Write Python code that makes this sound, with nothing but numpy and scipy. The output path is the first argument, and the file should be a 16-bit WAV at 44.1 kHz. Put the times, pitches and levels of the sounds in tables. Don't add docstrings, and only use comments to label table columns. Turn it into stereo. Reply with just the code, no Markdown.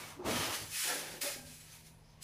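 import sys
import numpy as np
from scipy import signal
from scipy.fft import rfft, irfft
from scipy.io import wavfile
from scipy.ndimage import uniform_filter1d

SR = 44100
rng = np.random.default_rng(int(sys.argv[2]) if len(sys.argv) > 2 else 0)


def linear_from_db(decibels):
    return 10 ** (np.asarray(decibels, float) / 20)


def persist_wave(psi):
    counts = np.round(np.clip(psi, -1, 1) * 32767).astype(np.int16)
    wavfile.write(sys.argv[1], SR, np.atleast_2d(counts).T)


N = 98343


def unit(x):
    return x / np.sqrt(np.mean(x ** 2) + 1e-18)


def over_hz(table):
    table = np.array(table)
    hz = np.fft.rfftfreq(N, 1 / SR)
    return np.interp(np.log(hz + 1), np.log(table[:, 0] + 1), table[:, 1])


def over_time(table, axis=1, closed=False):
    table = np.array(table)
    end = -120 if closed else None
    return np.interp(np.arange(N) / SR, table[:, 0], table[:, axis], end, end)


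def shaped(x, gain):
    return irfft(rfft(x) * gain, N)


def ring(x, modes):
    f = np.fft.rfftfreq(N, 1 / SR)
    gain = sum(linear_from_db(db) * 1j * f * w / (hz ** 2 - f ** 2 + 1j * f * w) for hz, w, db in modes)
    return shaped(x, gain)


def tilted(x, hz, db):
    low = signal.sosfilt(signal.butter(2, hz, fs=SR, output="sos"), x)
    return low * linear_from_db(-db) + (x - low) * linear_from_db(db)


def walk(rate):
    k = max(int(SR / rate), 1)
    smooth = uniform_filter1d(rng.standard_normal(N), k)
    return unit(uniform_filter1d(smooth, k))


def noise():
    return rng.standard_normal((3, N))


def clicks(rate, spread_db):
    chance = rng.random((3, N)) < rate / SR
    sign = rng.choice([-1, 1], (3, N))
    size = linear_from_db(spread_db * np.clip(rng.standard_normal((3, N)), -2, 2))
    return unit(chance * sign * size)


def rings(rows):
    pitch_waver, rough_db = .009, 2.4
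    t, out = np.arange(N) / SR, 0
    for start, hz, db, swell, t60 in rows:
        age = np.maximum(t - start, 0)
        rise = np.sin(np.pi / 2 * np.minimum(age / swell, 1))
        fall = np.exp(-np.log(1000) * np.maximum(age - swell, 0) / t60)
        turns = np.cumsum(hz * (1 + pitch_waver * walk(27.6))) / SR
        phase = 2 * np.pi * (turns + 0.45 * rng.random((3, 1)))
        level = np.sqrt(2) * linear_from_db(db + rough_db * walk(44))
        out = out + level * rise * fall * np.sin(phase)
    return out


# (frequency [Hz], relative level per Hz [dB])
AIR_COLOUR = [(12, -36), (20, 0), (64, -1.5), (118, 3), (156, -12), (231, -5.5), (272, -15), (449, -14),
              (828, -15), (951, -13.5), (1290, -23), (2250, -21), (15300, -51)]


def outdoor_air():
    level_db = -61 + 0.71 * walk(12)
    return unit(shaped(noise(), linear_from_db(over_hz(AIR_COLOUR)))) * linear_from_db(level_db)


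def hum():
    mean_hz, level_db = 156.5, -63.5
    waver_db, wavers_per_s = 1.5, 14
    turns = np.cumsum(mean_hz * (1 + 0.009 * walk(7.1))) / SR
    return np.sqrt(2) * np.sin(2 * np.pi * turns) * linear_from_db(level_db + waver_db * walk(wavers_per_s))


def whirr():
    start_s, length_s, level_db = 2.01, .17, -71
    band = [(5150, 1100, 0)]
    steady = unit(ring(ring(noise(), band), band)) * linear_from_db(level_db)
    t = np.arange(N) / SR
    return steady * np.sin(np.pi * np.clip((t - start_s) / length_s, 0, 1))


# (start [s], frequency [Hz], level [dB], swell [s], 60 dB decay [s])
DISTANT_TONES = [(1.75, 915, -77, .05, .3), (1.88, 925, -75, .03, .2), (1.95, 920, -76, .03, .2),
                 (2.08, 945, -74, .03, .15), (2.17, 1120, -76, .03, .2)]


def far_tones():
    return rings(DISTANT_TONES)


# (time [s], level [dB])
BOOM_LEVEL = [(0.2, -90), (0.264, -39.5), (0.404, -36.5), (0.44, -54), (0.494, -40.5), (0.556, -77),
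              (0.625, -48.5), (0.764, -76), (0.8, -72)]
# (frequency [Hz], width [Hz], peak gain [dB])
SHEET_MODES = [(93, 37, -1), (105, 38, -2)]


def boom():
    return unit(ring(noise(), SHEET_MODES)) * linear_from_db(over_time(BOOM_LEVEL, closed=True))


# (start [s], frequency [Hz], level [dB], swell [s], 60 dB decay [s])
CAUGHT_RESONANCES = [(.155, 285, -54, 0.046, 0.11), (.182, 360, -48, 0.028, 0.11),
                     (.255, 316.4, -44.5, 0.024, 0.18), (.255, 655, -50.5, 0.017, 0.64),
                     (.275, 435, -41, 0.026, 0.053), (.34, 3180, -39, 0.035, 0.26),
                     (.31, 235.7, -47, 0.053, 0.24), (.87, 715, -49, 0.038, 0.26),
                     (.88, 505, -49, 0.046, 0.15), (.96, 580, -58, 0.04, 0.11),
                     (.86, 1340, -46, 0.067, 0.15), (.87, 1740, -45, 0.04, 0.29),
                     (1.215, 560, -43, 0.057, 0.13), (1.23, 1624, -52, 0.017, 0.24),
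                     (1.36, 556, -56.5, 0.0095, 0.12), (1.33, 1604, -60, 0.025, 0.47),
                     (1.36, 247, -59.5, 0.043, 0.83), (1.37, 810, -65, 0.022, 0.22)]


def caught_rings():
    return rings(CAUGHT_RESONANCES)


# (time [s], push level [dB], brightness lean [dB])
STEM_PRESSURE = [
    [(0.0, -55, 7), (0.008, -49.5, 0.5), (0.158, -57.5, 3), (0.2, -56, -11.5), (0.236, -54.5, -13),
     (0.262, -33.5, -2.5), (0.51, -40, 2), (0.732, -61.5, -2.5), (0.78, -69, 12)],
    [(0.835, -62, 8), (0.85, -52.5, 6.5), (0.906, -37.5, 2), (0.982, -43.5, -0.6), (1.182, -49, -2),
     (1.21, -70, -12)],
    [(1.2, -72, 7), (1.214, -62, -8), (1.24, -44.5, -0.5), (1.276, -44.5, 2.2), (1.352, -57.5, 4),
     (1.364, -54.5, -4.5), (1.41, -62, 0.5), (1.526, -68, -3), (1.536, -80, -11), (1.61, -77, -2),
     (1.62, -83, 11)],
]
# (frequency [Hz], width [Hz], peak gain [dB])
BEAM_MODES = [(256, 17, 5), (332, 64, -0.5), (450, 390, -2), (640, 210, -3.5), (810, 83, -10),
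              (920, 150, -0.5), (1160, 250, 0.5), (1760, 150, -7), (2600, 46, 1.5), (2860, 69, -3.5),
              (3160, 56, -8)]
RAFTER_MODES = [(316, 190, -4.5), (505, 39, -2), (580, 20, -4), (715, 40, -17), (830, 160, -7),
                (1340, 140, -9), (1600, 120, 0.5), (2020, 110, -18)]
POST_MODES = [(285, 41, 0.5), (408, 100, -1), (468, 32, -7), (560, 70, 3.5), (810, 39, -10.5),
              (1230, 190, -10)]


def stems():
    bumps_per_s, bump_spread_db = 2500, 1.5
    body = [(690, 6100, -17)]
    tilt_hz, low_cut_hz = 840, 174
    out = 0
    for press, timber in zip(STEM_PRESSURE, (BEAM_MODES, RAFTER_MODES, POST_MODES)):
        bumps = clicks(bumps_per_s, bump_spread_db)
        modes = timber + body
        pushed = bumps * linear_from_db(over_time(press, closed=True))
        rung = ring(pushed, modes) / np.std(ring(bumps, modes))
        out = out + tilted(rung, tilt_hz, over_time(press, axis=2))
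    return signal.sosfilt(signal.butter(3, low_cut_hz, "high", fs=SR, output="sos"), out)


def reeds(x):
    count, low_hz, high_hz = 36, 1000, 14000
    width = 0.013
    level_db, flicker_db = -10.5, 8
    pitches = np.geomspace(low_hz, high_hz, count) * (1 + 0.0307 * rng.standard_normal(count))
    out = 0
    for hz in pitches:
        sung = signal.lfilter(*signal.iirpeak(hz, 1 / width, fs=SR), x)
        out = out + sung * linear_from_db(level_db + flicker_db * walk(10.6))
    return out


# (time [s], level [dB], treble against the whole [dB])
TIP_STROKES = [(0.0, -47, -6), (0.12, -49.5, -5.5), (0.175, -66, -6), (0.232, -67, -13.5), (0.25, -50, -6),
               (0.31, -34.5, -6.5), (0.345, -38, -6.5), (0.36, -34.5, -6), (0.45, -34, -6.5),
               (0.485, -38.5, -6.5), (0.55, -34.5, -4.5), (0.6, -41.5, -5.5), (0.69, -51, -1.5),
               (0.75, -37.5, -2.5), (0.86, -29.5, -3.5), (1.06, -45, -5), (1.16, -47.5, -5.5),
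               (1.207, -55, -5), (1.217, -33.5, -3), (1.33, -40, -3.5), (1.445, -61, -1.5),
               (1.47, -51.5, -2.5), (1.672, -57, -4), (1.74, -52.5, -4), (1.84, -61, -3.5), (1.87, -55, -3),
               (1.97, -72.5, -4), (2.2, -68, -8.5), (2.23, -46, -0.5)]
# (frequency [Hz], relative level per Hz [dB])
SCRATCH_COLOUR = [(500, -51), (900, -15.5), (1300, -7.5), (1700, -3.5), (2300, -1.5), (3200, -3.5),
                  (5500, -4), (7600, -6.5), (8400, -9.5), (9450, -3), (11000, -7.5), (13000, -10.5),
                  (15200, -10)]
# (time [s], extra level [dB], fade to 1/e [s])
TIP_SLAPS = [(1.221, 2.5, 0.027), (0.91, -2.5, 0.021), (2.1, 3.5, 0.017)]


def tips():
    clicks_per_s, click_spread_db, patchy_db = 28000, 2.5, .7
    tilt_hz, usual_treble_db = 6100, -4.5
    t = np.arange(N) / SR
    scratch = unit(shaped(clicks(clicks_per_s, click_spread_db), linear_from_db(over_hz(SCRATCH_COLOUR))))
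    scratch = unit(scratch + reeds(scratch))
    slap_db = sum(db * (t > s) * np.exp(-np.abs(t - s) / fade) for s, db, fade in TIP_SLAPS)
    level_db = over_time(TIP_STROKES) + slap_db + patchy_db * walk(49)
    lean_db = over_time(TIP_STROKES, axis=2) - usual_treble_db
    return tilted(scratch, tilt_hz, lean_db) * linear_from_db(level_db)


def shelter_echo(broom):
    t60_s, level_db = 0.79, -15
    t = np.arange(SR // 2) / SR
    tail = rng.standard_normal(len(t)) * np.exp(-np.log(1000) * t / t60_s) * (t > .006)
    tail = tail / np.sqrt(np.sum(tail ** 2))
    return linear_from_db(level_db) * signal.fftconvolve(broom, tail[None], axes=1)[:, :N]


# (frequency [Hz], share [0-1])
SHARED_POWER = [(60, 0.88), (130, 0.86), (290, 0.82), (640, 0.68), (1400, 0.16), (3080, -0.04),
                (6780, -0.05), (14900, -0.0)]
# (frequency [Hz], level difference [dB])
LEFT_OVER_RIGHT = [(60, -4.0), (110, -5.0), (200, -5.5), (380, -6.0), (700, -5.0), (1280, -3.5),
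                   (2370, -3.5), (4370, -4.5), (7000, -7.5), (10000, -7.5), (13000, -3.5)]


def microphones(sound, humming):
    left_lag_s = .0001
    shared, left, right = sound
    like = np.clip(over_hz(SHARED_POWER), 0, 1)
    common, own = np.sqrt(like), np.sqrt(1 - like)
    lean_db = over_hz(LEFT_OVER_RIGHT) / 2
    lag = np.exp(-2j * np.pi * np.fft.rfftfreq(N, 1 / SR) * left_lag_s)
    channels = []
    for side, gain, delay in ((left, linear_from_db(lean_db), lag), (right, linear_from_db(-lean_db), 1)):
        heard = shaped(shared, common * gain * delay) + shaped(side, own * gain)
        channels.append(heard + shaped(humming, gain))
    return np.array(channels)


def scene():
    background = outdoor_air() + far_tones() + whirr()
    broom = boom() + caught_rings() + stems() + tips()
    return microphones(broom + shelter_echo(broom) + background, hum())


def low_pass(x):
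    return signal.sosfilt(signal.butter(12, 15500, fs=SR, output="sos"), x)


def record(dry):
    follow_s, top_hz = 0.011, 15200
    knee_db, ratio = -41, 1.108
    bass_hz, bass_knee_db, bass_ratio = 173, -44.5, 2.55
    keep = np.exp(-1 / (follow_s * SR))
    power = signal.lfilter([1 - keep], [1, -keep], np.mean(dry ** 2, axis=0))
    loudness = np.sqrt(power + 1e-18)
    held = dry * np.minimum(linear_from_db(knee_db) / loudness, 1) ** (1 - 1 / ratio)
    bass = signal.sosfiltfilt(signal.butter(2, bass_hz, fs=SR, output="sos"), held)
    bass_gain = np.minimum(linear_from_db(bass_knee_db) / loudness, 1) ** (1 - 1 / bass_ratio)
    held = held - bass * (1 - bass_gain)
    mix = signal.sosfilt(signal.ellip(12, .2, 70, top_hz, fs=SR, output="sos"), held)
    return low_pass(mix)


dry = scene()
out = record(dry)
persist_wave(out)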